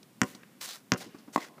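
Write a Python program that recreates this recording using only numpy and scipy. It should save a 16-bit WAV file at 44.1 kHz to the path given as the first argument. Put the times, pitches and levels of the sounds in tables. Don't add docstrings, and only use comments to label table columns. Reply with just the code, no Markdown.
import sys
import numpy as np
from scipy import signal
from scipy.fft import rfft, irfft
from scipy.io import wavfile

SR = 44100
rng = np.random.default_rng(int(sys.argv[2]) if len(sys.argv) > 2 else 0)


def master(y):
    cut = np.clip(np.atleast_2d(y).T, -1, 1)
    pcm = np.round(cut * 32767)
    wavfile.write(sys.argv[1], SR, pcm.astype(np.int16))


N = 70560
EVENT_SAMPLES = 12288
T = np.arange(EVENT_SAMPLES) / SR
HZ = np.fft.rfftfreq(EVENT_SAMPLES, 1 / SR)

# (frequency [Hz], relative level [dB])
AIR_SPECTRUM = [(25, -35), (70, -31), (120, -2.5), (220, 2), (450, -9), (1000, -15), (6000, -23.5),
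                (14000, -24), (16000, -28.5)]
# (frequency [Hz], gain [dB], decay time T60 [s])
TREE_BANDS = [(70, -44, 0.81), (196, -22.5, 1), (488, -18, 0.79), (1180, -28.5, 1), (3130, -20.5, 1),
              (7500, -30, 0.81)]
# (frequency [Hz], gain [dB], T60 [s])
NEAR_BANDS = [(70, -39, 0.066), (150, -7.5, 0.059), (344, -3, 0.097), (1120, -8.5, 0.12),
              (2500, -17.5, 0.06), (6060, -22, 0.12), (14900, -9, 0.09)]
# (delay [s], gain relative to the scatter [dB], treble limit [Hz])
SIDE_ECHOES = [(0.0105, -15.5, 1800), (0.0272, -16.5, 1400)]
# (time [s], thud level [dB], tap level [dB], tap frequency [Hz], tick level [dB], T60 [s])
PATS = [(0.028, -77, -56.5, 3200, -51, 0.017), (.347, -49, -47, 696, -47, 0.032),
        (0.43, -48.5, -48.5, 1680, -76, .03), (.957, -48, -39.5, 1160, -69, 0.027),
        (1.003, -46, -46, 2180, -47.5, 0.026), (1.061, -43, -66, 497, -60, 0.15),
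        (1.144, -42.5, -52.5, 1180, -65, 0.09), (1.182, -51, -60, 1120, -60.5, 0.15),
        (1.276, -44, -55.5, 1200, -71, 0.088), (1.287, -49, -48.5, 380, -73, 0.092),
        (1.579, -46.5, -48, 880, -72, 0.035)]
# (frequency [Hz], relative level [dB])
GRIT_SPECTRUM = [(100, -33), (400, -2), (1900, -1), (2500, -3), (4200, 0.5), (6500, -1), (9000, -5.5),
                 (13000, -9.5), (16000, -7.5)]
# (time [s], rise [s], hold [s], release [s], level [dB], tilt [dB/octave],
# rubber resonance [Hz], resonance gain [dB])
SCRAPES = [(0.234, 0.01, 0.077, .12, -55, 2, 6000, -1), (0.604, 0.011, 0.035, 0.085, -39.5, 0.64, 1760, 2),
           (0.668, 0.032, 0.01, 0.056, -38, 0, 3900, 7), (0.721, 0.012, 0.012, 0.088, -46.5, .5, 1440, 6),
           (0.971, 0.0027, 0.014, 0.088, -48.5, 3, 7000, 2),
           (0.999, 0.011, 0.0091, 0.07, -44.5, -2.5, 704, 2.5),
           (1.326, 0.0078, 0.0081, 0.06, -47, -0.5, 7360, 5),
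           (1.388, 0.021, 0.035, 0.077, -46, -2.5, 2010, 7)]
# (frequency [Hz], relative level [dB])
SOLE_SPECTRUM = [(50, -21), (100, -3.5), (180, 15.5), (270, 22), (460, 11), (800, 17), (1080, 16),
                 (1330, 8.5), (2000, 9.5), (2700, -5), (4500, -6.5), (15000, -20)]
# (frequency [Hz], relative level [dB])
SLAP_SPECTRUM = [(60, 2.5), (250, 10.5), (450, 5.5), (750, 9.5), (1150, 9), (1400, 11), (2000, 13),
                 (2600, 7), (3300, 10.5), (4000, 2.5), (5900, 8), (7200, 5.5), (15000, -1)]
# (frequency [Hz], relative level [dB], T60 [s])
LOW_RING_TONES = [(136.5, -11.5, 0.075), (243, -9, 0.058), (377.4, -19, 0.11), (492.6, -22, 0.11),
                  (562, -22, 0.086), (748, -21, 0.081)]
# (frequency [Hz], relative level [dB], T60 [s])
CAVITY_MODES = [(970, -33, 0.095), (1058, -32, 0.086), (1174, -40, 0.086), (1280, -45, 0.092),
                (1405, -39, 0.084), (2010, -42, 0.1), (2774, -46, 0.12), (3170, -48, .07)]
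# (time [s], slap gain [dB], thump level [dB], thump frequency [Hz], slap top edge [Hz],
# gain above the edge [dB], scatter gain [dB], notch gain [dB], smack gain [dB], low ring gain [dB],
# cavity ring gain [dB], cavity ring tilt [dB/octave], echo fizz gain [dB])
BOUNCES = [(0.2168, -2.5, -11, 211, 8600, -14, -6, -10.5, 8.5, -11.5, -1, 1.5, -13.5),
           (0.9199, 1.5, -14, 180, 7020, -20.5, -2, 0.5, 5.5, -10.5, 2.5, 2, -14.5)]


def amp(db):
    return 10 ** (np.asarray(db) / 20)


def unit(x):
    return x / np.sqrt(np.mean(x ** 2) + 1e-20)


def read(points, hz, column=1):
    table = np.array(points)
    return np.interp(np.log(hz + 1), np.log(table[:, 0] + 1), table[:, column])


def later(x, s):
    return np.concatenate([np.zeros(max(round(s * SR), 0)), x])[:len(x)]


def placed(x, s):
    return later(np.pad(x, (0, N - len(x))), s)


def highs(x, hz):
    return signal.lfilter(*signal.butter(2, hz, "highpass", fs=SR), x)


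def lows(x, hz):
    return signal.lfilter(*signal.butter(1, hz, fs=SR), x)


def colour(x, db):
    return unit(irfft(rfft(x) * amp(db), len(x)))


def through(x, response):
    return signal.fftconvolve(x, response)[:len(x)]


def dying(t60, t=T):
    return np.exp(-np.log(1000) * t / t60)


def ringing(tones):
    return sum(amp(db) * np.sin(2 * np.pi * hz * T) * dying(t60) for hz, db, t60 in tones)


def click(db):
    log_gain = np.log(amp(np.concatenate([db, db[-2:0:-1]])))
    return np.fft.ifft(np.exp(np.conj(signal.hilbert(log_gain)))).real


def through_noise(t60):
    burst = rng.standard_normal(EVENT_SAMPLES) * dying(t60)
    return burst / np.linalg.norm(burst)


def air():
    spectrum_db = read(AIR_SPECTRUM, np.fft.rfftfreq(N, 1 / SR))
    return amp(-60) * colour(rng.standard_normal(N), spectrum_db)


def diffuse_tail(bands, size):
    hz, t, noise = signal.stft(rng.standard_normal(size), SR, nperseg=256)
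    t60 = read(bands, hz, column=2)[:, None]
    energy_norm = np.sqrt(2 * np.log(1000) / (t60 * SR))
    field = noise * amp(read(bands, hz))[:, None] * dying(t60, t) * energy_norm
    return signal.istft(field, SR)[1][:size]


def scatter(x, db):
    return amp(db) * through(x, later(diffuse_tail(NEAR_BANDS, EVENT_SAMPLES), s=0.009))


def pat(s, thud_db, tap_db, tap_hz, tick_db, t60):
    thud_hz, tick_hz, rise_s = 216, 4860, 0.0034
    power = 0
    for hz, db in [(thud_hz, thud_db), (tap_hz, tap_db), (tick_hz, tick_db)]:
        octaves = abs(np.log2((HZ + 1) / hz))
        band = unit(amp(-14 * octaves ** 1.15))
        power += (amp(db) * band) ** 2
    noise = irfft(rfft(rng.standard_normal(EVENT_SAMPLES)) * np.sqrt(power))
    envelope = np.minimum(T / rise_s, 1) * dying(t60, np.maximum(T - rise_s, 0))
    return placed(highs(noise * envelope, hz=129), s)


def scrape(s, rise_s, hold_s, release_s, db, tilt_db, rubber_hz, rubber_db):
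    grains_per_s, spread_db, rubber_octaves = 9000, 2, 0.44
    slip_hz, slip_db = 160, 2
    signs = rng.choice([-1, 1], EVENT_SAMPLES)
    sizes = amp(spread_db * np.minimum(rng.exponential(1, EVENT_SAMPLES), 4))
    grains = (rng.random(EVENT_SAMPLES) < grains_per_s / SR) * signs * sizes
    wash = 0.46 * rng.standard_normal(EVENT_SAMPLES)
    octaves = np.log2((HZ + 1) / rubber_hz)
    resonance_db = rubber_db / (1 + (octaves / rubber_octaves) ** 2)
    grit = colour(unit(grains) + wash, read(GRIT_SPECTRUM, HZ) + tilt_db * octaves + resonance_db)
    pressure = np.minimum(T / rise_s, 1) * np.clip(1 - (T - rise_s - hold_s) / release_s, 0, 1) ** 2
    jitter = unit(irfft(rfft(rng.standard_normal(EVENT_SAMPLES)) / (1 + (HZ / slip_hz) ** 4)))
    slips = unit(amp(slip_db * jitter))
    return placed(amp(db) * grit * pressure * slips, s)


def squeak(s, length_s=0.034, centre_hz=2050, width_hz=88):
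    band_db = -20 * np.log10(1 + ((HZ - centre_hz) / width_hz) ** 2)
    whistle = colour(rng.standard_normal(EVENT_SAMPLES), band_db)
    envelope = np.sin(np.pi * np.minimum(T / length_s, 1)) ** 2
    return placed(amp(-45) * whistle * envelope, s)


def stomp(s, pocket_hz=1075, pocket_rise_s=0.0011, crunch_hz=2460):
    pocket = ringing([(pocket_hz, -12, 0.017)]) * (1 - np.exp(-T / pocket_rise_s))
    impact = -click(read(SOLE_SPECTRUM, HZ)) - pocket
    crunch = amp(-2.5) * highs(through(impact, through_noise(t60=0.018)), crunch_hz)
    clap = amp(0.5) * (lows(impact, hz=3700) + crunch)
    fizz = highs(through(clap, through_noise(t60=0.072)), crunch_hz)
    echo = amp(-6.5) * later(lows(clap, hz=840) + fizz, s=0.0166)
    return placed(clap + echo + scatter(clap, db=-5.5), s)


def ball_reflections(ball, slap, fizz_db, scatter_db):
    fizz = amp(fizz_db) * highs(through(slap, through_noise(t60=0.018)), hz=2760)
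    echo = later(amp(-8) * lows(ball, hz=1350) + fizz, s=0.0162)
    sides = sum(amp(scatter_db + db) * later(lows(ball, hz), delay) for delay, db, hz in SIDE_ECHOES)
    return echo + sides + scatter(ball, scatter_db)


def cavity_ring(gain_db, tilt_db, pivot_hz=1000):
    return ringing([(hz, db + gain_db + tilt_db * np.log2(hz / pivot_hz), t60)
                    for hz, db, t60 in CAVITY_MODES])


def thump(thump_hz, thump_db, low_ring_db, thump_t60=0.036, rise_s=0.0017):
    tones = ringing([(thump_hz, thump_db, thump_t60)]) + amp(low_ring_db) * ringing(LOW_RING_TONES)
    return highs(tones * (1 - np.exp(-T / rise_s)), hz=101)


def contact_slap(db, edge_hz, over_edge_db, notch_db, smack_db):
    notch_hz, notch_width_hz = 4220, 480
    smack_hz, smack_width_hz = 1452, 198
    edge_db = 10 * np.log10(amp(over_edge_db) ** 2 + 1 / (1 + (HZ / edge_hz) ** 28))
    notch = np.exp(-((HZ - notch_hz) / notch_width_hz) ** 2)
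    smack = np.exp(-((HZ - smack_hz) / smack_width_hz) ** 2)
    pulse = -click(read(SLAP_SPECTRUM, HZ) + db + edge_db + notch_db * notch + smack_db * smack)
    rattle = amp(-7) * through(pulse, through_noise(t60=0.017))
    return pulse + rattle


def bounce(s, slap_db, thump_db, thump_hz, edge_hz, over_edge_db, scatter_db,
           notch_db, smack_db, low_ring_db, ring_db, ring_tilt_db, fizz_db):
    slap = contact_slap(slap_db, edge_hz, over_edge_db, notch_db, smack_db)
    ball = slap + thump(thump_hz, thump_db, low_ring_db) + cavity_ring(ring_db, ring_tilt_db)
    return placed(ball + ball_reflections(ball, slap, fizz_db, scatter_db), s)


def scene():
    hits = sum(bounce(*row) for row in BOUNCES) + stomp(s=1.3607)
    trees = through(hits, later(diffuse_tail(TREE_BANDS, SR), s=0.04))
    contacts = squeak(s=1.405) + sum(pat(*row) for row in PATS) + sum(scrape(*row) for row in SCRAPES)
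    return (hits + trees + contacts + air())[None]


def record(dry, bass_hz=70, top_hz=15450):
    thinned = signal.sosfilt(signal.butter(2, bass_hz, "highpass", fs=SR, output="sos"), dry)
    band_limit = signal.firwin(401, top_hz, window=("kaiser", 8), fs=SR)
    return signal.oaconvolve(thinned, band_limit[None], "same")


dry = scene()
out = record(dry)
master(out)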